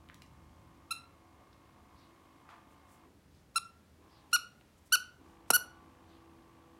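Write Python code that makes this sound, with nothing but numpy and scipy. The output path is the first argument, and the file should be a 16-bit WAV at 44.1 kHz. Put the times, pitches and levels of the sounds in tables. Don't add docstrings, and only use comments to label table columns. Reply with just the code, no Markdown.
import sys
import numpy as np
from scipy import signal
from scipy.fft import rfft, irfft, next_fast_len
from scipy.io import wavfile
from scipy.ndimage import uniform_filter1d

SR = 44100
rng = np.random.default_rng(int(sys.argv[2]) if len(sys.argv) > 2 else 0)


def amplitude_ratio(level_db):
    exponent = np.asarray(level_db, float) / 20
    return 10 ** exponent


def to_wav(sig):
    pcm = np.clip(np.atleast_2d(sig), -1, 1) * 32767
    pcm = np.round(pcm).astype(np.int16)
    wavfile.write(sys.argv[1], SR, pcm.T)


N = 299457
T = np.arange(N) / SR
SHORT = np.arange(SR // 4) / SR
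LEAD_S = .007


def toy():
    # reed speaks in s, length in s, top pitch in Hz, level in dB,
    # share of the length at which the jaws press hardest.
    squeaks = [
        (.909, .0205, 1361, -32.5, 0.57),
        (3.5597, .0265, 1362, -25.5, 0.41),
        (4.3312, 0.037, 1457, -22.5, 0.39),
        (4.9241, 0.037, 1538, -21, .38),
        (5.5041, .0115, 1495, -15.5, .02),
        (5.5349, 0.034, 1478, -21, .45),
    ]
    # pitch sag half a length from the top, roundness of the arch,
    # air lost over the squeak in dB, settling in s, release in s.
    bites = [(.02, 1.5, 2, .0015, 0.0069), (0.025, 5.5, 2.5, 0.0016, 0.0083),
             (0.063, 1.5, 3.5, 0.0014, .012), (.09, .9, 3, .0018, 0.0079), (0.1, 0.76, 13, .0004, .003),
             (.015, 1.6, -.5, .0035, 0.0056)]
    # fundamental in dB, depth of the toy's resonances,
    # overtones from the fourth in dB, their tilt in dB per overtone, room in dB.
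    covers = [(-1.5, 0.75, -9.5, 2, -9), (5, 1, -0.5, .2, -16), (3, 1.01, 0, -0.6, -14.5),
              (2.5, 1.1, 0.5, .3, -15), (5, .25, 6, 0.57, -17.5), (10.5, .95, 0, 2.5, -14.5)]
    pulses = [(0.27, -1), (0.16, -1), (.27, -1), (.3, -1), (.09, -1), (.15, 1)]
    overtones_db = (1, 0.13, -0.66, -0.5, -10, -8, -2.5, -4.5, -8.5, -8.5, -6)
    out = np.zeros(N)
    order = np.arange(1, 12)
    k = order[:, None]
    top_loss_db = 6 * (order - 8.0).clip(min=0)
    for (s, *arch), press, cover, (smear, way) in zip(squeaks, bites, covers, pulses):
        low_db, depth, upper_db, tilt_db, room_db = cover
        hz, db, asleep_db = squeeze(*arch, *press)
        t = s - LEAD_S + np.arange(len(hz)) / SR
        upper = (upper_db + tilt_db * (order.clip(max=8) - 4)) * (order > 3)
        tones_db = depth * np.array(overtones_db) + upper + low_db * (order == 1) - top_loss_db
        hz = uniform_filter1d(hz, size=110)
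        db = uniform_filter1d(db, size=50)
        jitter = 1 + .003 * wobble(500, size=4096)[:len(t)]
        turn = 2 * np.pi * np.cumsum(hz * jitter) / SR
        weak_db = 0.084 * (k - 1) * (db - db.max())
        late_db = .25 * (k - 1) * asleep_db
        flutter_db = 1.6 * np.array([wobble(150, size=4096)[:len(t)] for _ in order])
        gains = amplitude_ratio(np.maximum(tones_db, -32)[:, None] + weak_db - late_db + flutter_db)
        reed = np.sum(gains * np.sin(k * turn + smear * k ** 2), axis=0)
        reed *= np.sqrt(2) / np.linalg.norm(amplitude_ratio(tones_db))
        leak = amplitude_ratio(-23.5) * band(5500, 9000)[:len(t)] * (1 + np.sin(turn))
        ends = signal.windows.tukey(len(t), .12)
        add(out, t[0], amplitude_ratio(db) * ends * (-np.sign(way) * reed + leak), room_db)
    return out


def squeeze(length_s, top_hz, top_db, peak, sag, roundness, lost_db, settle_s, release_s):
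    t = np.arange(-LEAD_S, length_s, 1 / SR)
    u = t.clip(0) / length_s
    settle = np.exp(-t.clip(0) / settle_s)
    release = np.clip(1 - (length_s - t) / release_s, 0, 1) ** 2
    flat = sag * np.abs(2 * (u - peak)) ** roundness + .045 * settle + .17 * release
    asleep_db = 12.5 * (-t).clip(0) / (settle_s + .0006)
    db = top_db - lost_db * u - 2 * settle - 14.5 * release - asleep_db
    return top_hz * (1 - flat), db, asleep_db


def wall_snap():
    # start in s, level in dB, from Hz, to Hz, pitch fall in s, t60 in s.
    snap = (5.5032, -15.5, 1300, 120, .0035, .026)
    out = np.zeros(N)
    s, db, from_hz, to_hz, fall_s, t60_s = snap
    glide = (from_hz - to_hz) * fall_s * (1 - np.exp(-SHORT / fall_s))
    turn = 2 * np.pi * (to_hz * SHORT + glide)
    slap = amplitude_ratio(-13.5) * band(1800, 3400)
    add(out, s, amplitude_ratio(db - 60 * SHORT / t60_s) * touch() * (np.sin(turn) + slap), -16)
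    return out


def claws():
    # time in s, peak in dB, centre in Hz, width in Hz, t60 in s.
    ticks = [(0.088, -46, 2600, 2200, 0.012), (.099, -40, 1690, 900, 0.0076),
             (0.144, -44.5, 4260, 9000, 0.011), (0.22, -45.5, 2880, 5570, 0.019),
             (.232, -55, 11000, 9000, .006), (.262, -58, 5500, 3000, 0.017), (1.53, -55, 4100, 1498, 0.017),
             (2.4905, -41.5, 1190, 1000, 0.025), (4.611, -51, 2410, 1490, 0.009),
             (4.6124, -51, 755, 500, 0.015), (4.913, -57.5, 3460, 1500, 0.032)]
    out = np.zeros(N)
    for s, db, hz, width_hz, t60_s in ticks:
        decay = amplitude_ratio(db - 3.5 - 60 * SHORT / t60_s)
        add(out, s - .0004, decay * touch() * band(hz, width_hz), -6)
    return out


def puffs():
    # time in s, half length in s, centre in Hz, width in Hz, level in dB.
    snorts = [(1.41, .035, 553, 500, -68.5), (2.527, 0.034, 1070, 950, -57.5),
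              (2.508, 0.011, 2700, 3241, -67.5), (2.72, 0.019, 8000, 8000, -77),
              (2.93, 0.034, 7900, 8660, -71.5), (3.36, .04, 3930, 5000, -76.5),
              (4.785, 0.01, 7900, 9040, -76.5), (4.87, 0.0096, 7950, 8700, -69.5),
              (5.3, 0.042, 6050, 7610, -79), (5.49, 0.0087, 7000, 9100, -69.5)]
    toy_air = [
        (3.552, .006, 3000, 8000, -67),
        (4.322, .008, 3000, 8000, -65),
        (4.965, .01, 400, 700, -62),
        (5.565, .01, 500, 900, -56),
    ]
    out, middle_s = np.zeros(N), SHORT[-1] / 2
    for s, half_s, hz, width_hz, db in [*snorts, *toy_air]:
        swell = np.exp(-.5 * ((SHORT - middle_s) / half_s) ** 2)
        grain = amplitude_ratio(db + 2.2 * wobble(150, size=len(SHORT)))
        add(out, s - middle_s, grain * band(hz, width_hz) * swell, -8)
    return out


def engine():
    # multiple of the firing rate, dB before the engine turns, dB after.
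    orders = [(3.7, -8.5, -18), (5.13, 2, -13), (6.01, 3.5, 6.5), (6.98, -13, -23), (8.24, -14, -20),
              (8.97, -12.5, -3.5), (10, -5, -21), (10.85, -8.5, -14), (12.12, -10, -13.5), (13.13, -5, -6),
              (13.94, -8.5, -15), (14.75, -29.5, -4.5), (16.05, -5.5, -8.5), (16.77, -14.5, -17),
              (18, -7, -24.5), (19.04, -4, -4.5), (20.04, -1.5, -12.5), (20.84, -7.5, -2),
              (21.9, -4.5, -12.5), (22.2, -11, -26.5)]
    # frequency in Hz, level in dB.
    rasp_spectrum = [(550, -39.5), (700, -5.5), (1100, 2), (1280, -6.5), (1500, -7.5), (2150, -11),
                     (3200, -15), (6000, -35)]
    drone_spectrum = [(180, -28.5), (260, 1.5), (330, -7.5), (500, -14.5), (700, -21)]
    surge_spectrum = [(200, -24), (270, 1.5), (380, -4.5), (600, -18.5)]
    hz, rasp_gain, drone_gain, surge_gain = throttle()
    turn = 2 * np.pi * np.cumsum(hz * (1 + .001 * wobble(8))) / SR
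    coarse = T[::256]
    turned = np.clip((coarse - 3.3) / 0.36, 0, 1)
    low, high = np.zeros(N), np.zeros(N)
    for k, near_db, far_db in orders:
        drift_db = 2.9 * np.interp(coarse, np.linspace(0, T[-1], num=50), rng.standard_normal(size=50))
        level = np.interp(T, coarse, amplitude_ratio(near_db + turned * (far_db - near_db) + drift_db))
        line = level * np.sin(k * turn + rng.uniform(0, 2 * np.pi))
        if k < 12:
            low += line
        else:
            high += line
    high = unit(high) + amplitude_ratio(-10) * (T < 3.3) * np.sin(39 * turn)
    gate = 1 + .5 * np.sin(turn)
    rasp = amplitude_ratio(-2.5) * high + amplitude_ratio(-4.0) * gate * shaped(rasp_spectrum)
    drone = amplitude_ratio(-1) * unit(low) + amplitude_ratio(-6.0) * gate * shaped(drone_spectrum)
    return rasp_gain * rasp + drone_gain * drone + surge_gain * shaped(surge_spectrum)


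def throttle():
    # from s, to s.
    runs = [
        (-1, 3.05),
        (4, 4.27),
        (5.19, 8),
    ]
    # rasp at start in dB, rasp at end in dB, drone in dB,
    # exhaust surge at start in dB, surge at end in dB.
    levels = [(-71.5, -66, -72, -70, -65.5), (-68, -69, -74.5, -63.5, -81), (-65, -68.5, -65, -64.5, -70)]
    pull_hz, coast_hz = 55.1, 46
    spin_up_s, run_down_s, kick_s, linger_s = .02, .035, .035, .6
    speed, rasp, drone, surge = np.zeros((4, N))

    def kick(s):
        x = s.clip(0) / kick_s
        return x * np.exp(1 - x)

    for (on, off), (from_db, to_db, drone_db, on_db, off_db) in zip(runs, levels):
        up, down = (T - on).clip(0), (T - off).clip(0)
        pull = (1 - np.exp(-up / spin_up_s)) * np.exp(-down / run_down_s)
        speed += pull
        rasp += pull * amplitude_ratio(np.interp(T, (on, off), (from_db, to_db)))
        drone += pull * amplitude_ratio(drone_db)
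        surge += amplitude_ratio(on_db) * kick(T - on + spin_up_s) + amplitude_ratio(off_db) * kick(T - off + kick_s)
        surge += amplitude_ratio(-76) * (down > 0) * np.exp(-down / linger_s)
    return coast_hz + (pull_hz - coast_hz) * speed, rasp + amplitude_ratio(-88), drone + amplitude_ratio(-82), surge


def bird():
    # start in s, length in s, from Hz, to Hz, level in dB.
    chirps = [(1.94, .12, 5000, 3300, -73), (4.08, .13, 5000, 3000, -73), (6.06, .11, 4800, 3200, -74)]
    out = np.zeros(N)
    for s, length_s, from_hz, to_hz, db in chirps:
        u = np.clip(SHORT / length_s, 0, 1)
        hz = from_hz + (to_hz - from_hz) * u + 900 * wobble(300, size=len(u))
        swell = np.sqrt(np.sin(np.pi * u).clip(0))
        add(out, s, amplitude_ratio(db - 2.5) * swell * np.sin(2 * np.pi * np.cumsum(hz) / SR), 6)
    return out


def hum():
    # time in s, level in dB.
    fan_level = [(0, -61.5), (.55, -63), (.75, -66.5), (3.1, -65.5), (6.79, -66.5)]
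    # frequency in Hz, level in dB.
    rumble_spectrum = [(12, -68), (25, -38), (42, -12), (70, -4), (130, -9.5), (200, -11.5), (300, -24.5),
                       (390, -37.5)]
    hiss_spectrum = [(150, -8.5), (250, -5), (400, -9), (1200, -16), (2500, -22), (6000, -27), (12000, -31),
                     (16200, -35.5)]
    hum_db = np.interp(T, *np.transpose(fan_level))
    blade_turn = 2 * np.pi * np.cumsum(81 + 2 * wobble(3)) / SR
    blade = amplitude_ratio(hum_db - hum_db.mean() - 5 + 3 * wobble(6)) * np.sin(blade_turn)
    rumble = amplitude_ratio(hum_db + 1.2 * wobble(2.2)) * (shaped(rumble_spectrum) + blade)
    hiss = amplitude_ratio(-68 + 0.53 * wobble(2.35)) * shaped(hiss_spectrum)
    return rumble + hiss


def add(out, s, x, room_db):
    # frequency in Hz, t60 in s.
    room_t60 = [(200, 0.59), (1400, 0.41), (4000, 0.32), (8000, 0.26), (15000, 0.15)]
    hz, t, z = signal.stft(rng.standard_normal(SR // 2), SR, nperseg=128)
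    decay = amplitude_ratio(-60 * t / along(room_t60, hz)[:, None])
    tail = signal.istft(z * decay, SR, nperseg=128)[1]
    tail = np.pad(tail, (round(0.0046 * SR), 0))
    wet = amplitude_ratio(room_db) * signal.fftconvolve(x, tail / np.linalg.norm(tail))
    wet[:len(x)] += x
    start = round(s * SR)
    out[start:start + len(wet)] += wet[:N - start]


def touch():
    return np.clip(SHORT / .0005, 0, 1) ** 2


def band(hz, width_hz):
    def peak(f):
        damping = (f * width_hz) ** 2
        return damping / ((hz ** 2 - f ** 2) ** 2 + damping)
    return unit(filtered(rng.standard_normal(len(SHORT)), peak))


def shaped(points):
    shut = [(points[0][0] / 2, -120), *points, (points[-1][0] * 2, -120)]
    return unit(filtered(rng.standard_normal(N), lambda hz: amplitude_ratio(along(shut, hz))))


def filtered(x, gain):
    m = next_fast_len(x.shape[-1] + 4096)
    return irfft(rfft(x, m) * gain(np.fft.rfftfreq(m, 1 / SR)), m)[..., :x.shape[-1]]


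def along(points, hz):
    f, v = np.transpose(points)
    return np.interp(np.log(hz + 1), np.log(f + 1), v)


def wobble(rate_hz, size=N):
    knots = rng.standard_normal(size // 64 + 8)
    place = np.arange(size) * rate_hz / SR
    step = place.astype(int)
    ease = .5 - .5 * np.cos(np.pi * (place - step))
    return knots[step] + ease * (knots[step + 1] - knots[step])


def unit(x):
    return x / np.sqrt(np.mean(x ** 2) + 1e-20)


def scene():
    dog = toy() + wall_snap() + claws() + puffs()
    outside = engine() + bird()
    return (dog + outside + hum())[None]


def band_limit(x):
    return signal.sosfilt(signal.butter(12, 16670, fs=SR, output="sos"), x)


def record(dry):
    # low in Hz, top in Hz.
    mic_band = (22, 16050)
    low_hz, top_hz = mic_band

    def response(f):
        return np.clip((top_hz - f) / 250 + .5, 0, 1) * f ** 2 / (f ** 2 + low_hz ** 2)

    return band_limit(filtered(dry, response))


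dry = scene()
out = record(dry)
to_wav(out)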